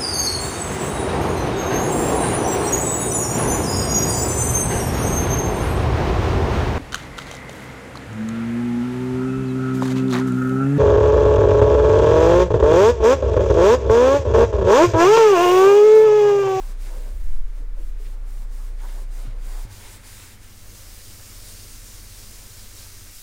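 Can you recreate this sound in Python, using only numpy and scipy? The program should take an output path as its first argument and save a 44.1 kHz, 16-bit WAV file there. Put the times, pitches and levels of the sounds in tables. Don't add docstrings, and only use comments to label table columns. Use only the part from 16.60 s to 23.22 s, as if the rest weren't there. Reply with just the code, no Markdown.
import sys
import numpy as np
from scipy import signal
from scipy.fft import rfft, irfft, next_fast_len
from scipy.io import wavfile
from scipy.ndimage import uniform_filter1d, map_coordinates

SR = 44100
rng = np.random.default_rng(int(sys.argv[2]) if len(sys.argv) > 2 else 0)


def wrap_up_sound(samples):
    columns = np.atleast_2d(samples).T
    tamed = np.clip(columns, -1, 1)
    steps = np.round(tamed * 32767).astype(np.int16)
    wavfile.write(sys.argv[1], SR, steps)


def gain_from_db(level_db):
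    decades = np.asarray(level_db, float) / 20
    return 10 ** decades


N = 291942
T = np.arange(N) / SR
CHANGE_S, LAST_CHANGE_S = 3.0531, 6.51
CIRCLES_FROM_S = 3.9


def unit(x):
    return x / np.sqrt(np.mean(x ** 2) + 1e-20)


def along(points, hz):
    f, v = np.transpose(points)
    return np.interp(np.log(hz + 1), np.log(f + 1), v)


def curves(rows):
    s, *cols = np.transpose(rows)
    return [np.interp(T, s, c) for c in cols]


def swells(rows, shape=2):
    return sum(db * np.exp(-np.abs((T - s) / half) ** shape) for s, db, half in rows)


def wobble(rate):
    coarse = T[::64]
    knots = rng.standard_normal(int(N * rate / SR) + 4)
    return np.interp(T, coarse, map_coordinates(knots, [coarse * rate]))


def filtered(x, response):
    m = next_fast_len(N + SR // 2)
    return irfft(rfft(x, m) * response(np.fft.rfftfreq(m, 1 / SR)), m)[:N]


def coloured(x, spectrum):
    return unit(filtered(x, lambda hz: gain_from_db(along(spectrum, hz))))


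def resonant(x, modes):
    def body(f):
        total = 0
        for k, (centre, width, db) in enumerate(modes):
            damping = 1j * f * width
            total = total + (-1) ** k * gain_from_db(db) * damping / (centre ** 2 - f ** 2 + damping)
        return total
    return unit(filtered(x, body))


def soft(x):
    return filtered(x, lambda hz: 1 / (1 + (hz / 7000) ** 2))


def slips(spread_db, patchy_db, favoured=None, lift=0, width_hz=600):
    grains = rng.standard_normal(N + 512) * gain_from_db(spread_db * rng.standard_normal(N + 512))
    hz, t, z = signal.stft(grains, SR, nperseg=1024)
    field = uniform_filter1d(rng.standard_normal(z.shape), size=14, axis=0)
    field = uniform_filter1d(field, size=7, axis=1)
    z = z * gain_from_db(patchy_db * unit(field))
    if favoured:
        centre_hz = np.interp(t, *np.transpose(favoured), left=-1e5, right=-1e5)
        z = z * (1 + lift / (1 + ((hz[:, None] - centre_hz) / width_hz) ** 2))
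    return signal.istft(z, nperseg=1024)[1][:N]


def fibre_hiss(sweep_db, stop_db):
    # f/Hz, level/dB per Hz
    hiss = [(1500, -17), (3200, -6.5), (5000, -2.5), (7000, -1.5), (9500, -0.5), (10800, -9), (13000, -49)]
    circle_s, top_s = 0.583, 4.07
    t = np.arange(CIRCLES_FROM_S, T[-1], 0.03)
    pocket_hz = 5400 + 550 * np.cos(2 * np.pi * (t - top_s) / circle_s)
    grains = slips(spread_db=2.5, patchy_db=0.8, favoured=list(zip(t, pocket_hz)), lift=0.46, width_hz=1200)
    return gain_from_db(sweep_db - stop_db) * coloured(grains, hiss)


def sheen(stroke_db, sweep_db, stop_db):
    # f/Hz, level/dB per Hz
    treble = [(8000, -17), (10500, -2), (12500, -1.5), (14500, -0.5), (15800, -1.5), (16500, -60)]
    level_db = -3.5 + 0.5 * sweep_db - 1.4 * stop_db
    level_db = level_db + 2.5 * (T > LAST_CHANGE_S)
    on_rail_db = -1.5 - 0.15 * (stroke_db + 55.5)
    level_db = level_db + (T < CIRCLES_FROM_S) * on_rail_db
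    return gain_from_db(level_db) * coloured(slips(spread_db=3.0, patchy_db=0.4), treble)


def rail(drag_db, stop_db):
    # f/Hz, width/Hz, level/dB
    strip = [(1378, 700, -1.5), (2050, 980, 3), (2880, 910, 3), (4140, 2500, -3)]
    # middle t/s, gain/dB, half length/s
    catches = [(0.27, 5, .03), (0.42, 2, 0.075), (1.465, 7.5, 0.013), (2.2, 7, .02), (2.3, 5, .03),
               (2.68, 4.5, 0.054), (3.26, 3, .04), (3.62, 3.5, 0.044)]
    level_db = drag_db - 0.41 * stop_db + swells(catches) - 1.5
    return gain_from_db(level_db) * resonant(soft(slips(spread_db=4.5, patchy_db=0.97)), strip)


def panel(stop_db):
    # f/Hz, width/Hz, level/dB
    ply = [(305, 140, -2.5), (540, 126, 1), (912, 324, -0.5), (1072, 253, 1.5), (1540, 275, -5.5)]
    # middle t/s, gain/dB, half length/s, nearest panel tone f/Hz
    presses = [(0.014, 9, 0.064, 890), (0.12, 4.5, 0.05, 418), (0.28, 3.5, 0.037, 800),
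               (0.354, 13, 0.066, 564), (0.482, 12.5, 0.057, 540), (0.99, 10, .03, 600),
               (1.187, 14, 0.033, 574), (1.35, -4, 0.062, 700), (1.55, 10.5, 0.038, 523),
               (1.657, 3, .05, 800), (1.797, 4, .05, 765), (2, 6.5, 0.062, 795), (2.13, 4, .04, 564),
               (2.246, 14.5, 0.037, 900), (2.305, 5.5, .04, 800), (2.39, 11, .04, 500),
               (2.62, 7.5, 0.092, 710), (2.75, 7, 0.058, 520), (2.96, 7.5, 0.091, 790),
               (3.283, 3, 0.11, 885), (3.65, 2.5, 0.087, 920), (4.086, 4.5, 0.11, 590),
               (4.61, 6.5, .025, 590), (4.74, 3, 0.019, 590), (5.35, 3, 0.058, 584), (5.984, 1, 0.044, 600),
               (6.269, 9, 0.015, 595)]
    far_db = -7.5 * np.clip((T - CHANGE_S) / 0.5, 0, 1)
    level_db = swells([row[:3] for row in presses]) - 6.5 + far_db - 0.28 * stop_db
    place = [(s, hz) for s, _, _, hz in presses]
    grains = slips(spread_db=3.0, patchy_db=1.0, favoured=place, lift=1.1, width_hz=140)
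    return gain_from_db(level_db) * resonant(soft(grains), ply)


def rag():
    # t/s, stroke level/dB, drag into the rail/dB
    effort = [(0.0, -53.5, -2), (0.1, -52.5, -3.5), (0.28, -51.5, -4.5), (0.55, -58.5, -2.5),
              (0.75, -60.5, 0.5), (1.3, -61, -1.5), (1.46, -57.5, -1), (1.8, -56.5, -5.5), (2.1, -55, -4.5),
              (2.3, -53.5, -3.5), (2.62, -53, -3.5), (3.0, -49.5, -3), (3.3, -47.5, -3.5), (3.6, -47, -4.5),
              (3.85, -53, -3), (4.04, -53.5, -4.5), (4.15, -48.5, -6.5), (6.62, -49, -6)]
    # middle t/s, loss/dB, half length/s
    turns = [(0.165, 12, 0.037), (0.835, 10, 0.043), (0.91, 6.5, .045), (1.095, 16, 0.07),
             (1.352, 10, 0.038), (1.61, 14, 0.058), (1.881, 10.5, 0.037), (2.15, 10.5, 0.052),
             (2.479, 12, 0.039), (2.744, 14.5, 0.081), (3.078, 13, .025), (3.407, 9.5, 0.037),
             (3.786, 8.5, 0.035)]
    # middle t/s, gain/dB
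    sweeps = [(4.26, -1.5), (4.46, 1.5), (4.72, 1.5), (4.89, 3.5), (5.02, 3), (5.13, 3), (5.26, 2),
              (5.36, 2), (5.59, 3.5), (5.74, 2), (5.97, 1), (6.19, 4), (6.37, 2), (6.6, 3)]
    stroke_db, drag_db = curves(effort)
    stop_db = swells(turns, shape=2.7)
    sweep_db = swells([(s, db, 0.055) for s, db in sweeps])
    cloth = fibre_hiss(sweep_db, stop_db) + sheen(stroke_db, sweep_db, stop_db)
    wood = rail(drag_db, stop_db) + panel(stop_db)
    tremble = gain_from_db(0.38 * wobble(14))
    return tremble * gain_from_db(stroke_db) * (cloth + wood)


def garage(x):
    # f/Hz, t60/s
    decay = [(200, 1), (2000, 0.26), (10000, 0.054)]
    hz, t, z = signal.stft(rng.standard_normal(SR // 2), SR, nperseg=256)
    fading = gain_from_db(-60 * t / along(decay, hz)[:, None])
    tail = signal.istft(z * fading, SR, nperseg=256)[1]
    return signal.fftconvolve(x, tail / np.linalg.norm(tail))[:N]


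def machine(hz, orders, zero, unsteady_db, slant):
    total = 0
    for k, db in orders:
        level = gain_from_db(db + 3 + unsteady_db * wobble(5))
        total = total + level * np.sin(2 * np.pi * k * hz * (T - zero) + slant * (k * k - 1))
    return total


def compressor():
    # multiple of the shaft speed, level/dB rms
    overtones = [(2, -54.5), (3, -67.5), (4, -62.5), (8, -70), (16, -72.5)]
    shaft_hz = 29.98
    zero_s = -0.0042 + 0.0034 * np.clip((0.68 - T) / 0.16, 0, 1)
    firm = machine(shaft_hz, [(1, -27)], zero_s, unsteady_db=-0.2, slant=0)
    return firm + machine(shaft_hz, overtones, zero_s, unsteady_db=2.5, slant=0.9)


def car():
    # t/s, f/Hz, level/dB rms
    engine = [
        (0, 109, -51),
        (1.0, 113, -59),
        (1.8, 122.8, -52),
        (2.4, 132.6, -54),
        (3.05, 135.5, -71),
    ]
    hz, db = curves(engine)
    return gain_from_db(db - 5 + 5.9 * wobble(5.96)) * np.sin(2 * np.pi * np.cumsum(hz) / SR)


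def rumbles():
    # f/Hz, level/dB per Hz
    early = [(3, -16), (6, 8.5), (9, 14), (14, -35), (42, 2), (56, -3), (66, -16.5), (75, -12), (110, -15),
             (140, -25.5), (300, -50.5)]
    # f/Hz, level/dB per Hz
    late = [(3, -5.5), (10, 6), (22, -11), (37, 1), (46, -24), (59, -13.5), (74, -28), (100, -10),
            (140, -24.5), (300, -43)]
    before = gain_from_db(-40.5) * coloured(rng.standard_normal(N), early)
    return before, gain_from_db(-44.5) * coloured(rng.standard_normal(N), late)


def room_air():
    # f/Hz, level/dB per Hz
    tone = [(90, -3.5), (160, -1.5), (210, 0.5), (300, -1), (520, -4), (750, -9), (1200, -7), (2300, -13),
            (3000, -23), (8000, -27), (15800, -64)]
    return gain_from_db(-56.5 + 0.58 * wobble(4.16)) * coloured(slips(spread_db=0.4, patchy_db=1.1), tone)


def bumps():
    # t/s, peak level/dB, f/Hz, t60/s
    contacts = [(0.28, -51, 306, 0.059), (0.37, -53, 227, 0.072), (0.66, -33, 55, 0.27),
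                (0.53, -40, 56, .9), (0.64, -43, 62, 0.18), (1.001, -48, 280, 0.055),
                (1.02, -49, 476, 0.048), (1.17, -53.5, 550, 0.12), (1.198, -53, 325, 0.12),
                (1.4, -49, 430, 0.059), (1.79, -49.5, 184, 0.067), (2.649, -47, 271, 0.11),
                (2.4, -56, 374, 0.066), (3.2, -60, 1450, 0.09), (0.083, -54.5, 184, 0.12),
                (2.67, -42, 106, 0.22), (2.661, -50, 170, 0.14), (.66, -52, 180, 0.125),
                (3.06, -44, 100, 0.27)]
    out, t = np.zeros(N + SR), np.arange(SR) / SR
    rough = gain_from_db(2.7 * wobble(60))
    for s, db, hz, t60 in contacts:
        envelope = gain_from_db(db + 10 - 60 * t / t60) * (1 - np.exp(-t / 0.0054))
        out[round(s * SR):][:SR] += envelope * np.sin(2 * np.pi * hz * t)
    return out[:N] * rough


def door():
    # middle t/s, peak level/dB, f/Hz, half length/s, falling zero t/s
    swings = [
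        (0.744, -11, 9.02, 0.086, .712),
        (1.208, -24, 9, 0.13, 1.165),
    ]
    total = 0
    for s, db, hz, half, zero in swings:
        envelope = gain_from_db(db) * np.exp(-np.abs((T - s) / half) ** 2.6 / 2)
        total = total - envelope * np.sin(2 * np.pi * hz * (T - zero))
    return total


def fan():
    # multiple of the shaft speed, level/dB rms
    throb = [(2, -50.5), (3, -58), (4, -68), (5, -51), (6, -59), (7, -63.5), (11.7, -67.5), (12, -66.5),
             (18, -70.5), (24, -76)]
    # multiple of 59.9 Hz, level/dB rms
    mains = [(1, -61.5), (4, -70)]
    blades = machine(17.5, throb, 0, unsteady_db=1.3, slant=0.25)
    return blades + machine(59.9, mains, 0, unsteady_db=2.5, slant=0.29)


def background():
    first = np.clip((CHANGE_S - T) / 0.0014 + 0.5, 0, 1)
    second = np.clip((LAST_CHANGE_S - T) / 0.026 + 0.5, 0, 1)
    early_rumble, late_rumble = rumbles()
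    before = compressor() + car() + early_rumble
    after = second * fan() + late_rumble
    return first * before + (1 - first) * after + (0.57 + 0.41 * second) * room_air()


def scene():
    work = rag() + bumps()
    return (work + gain_from_db(-15.0) * garage(work) + door() + background())[None]


def band_limit(x):
    return signal.sosfilt(signal.butter(12, 17050, fs=SR, output="sos"), x)


def record(dry):
    mix = filtered(dry[0], lambda hz: hz < 15830)[None]
    return band_limit(mix)


dry = scene()
out = record(dry)
wrap_up_sound(out)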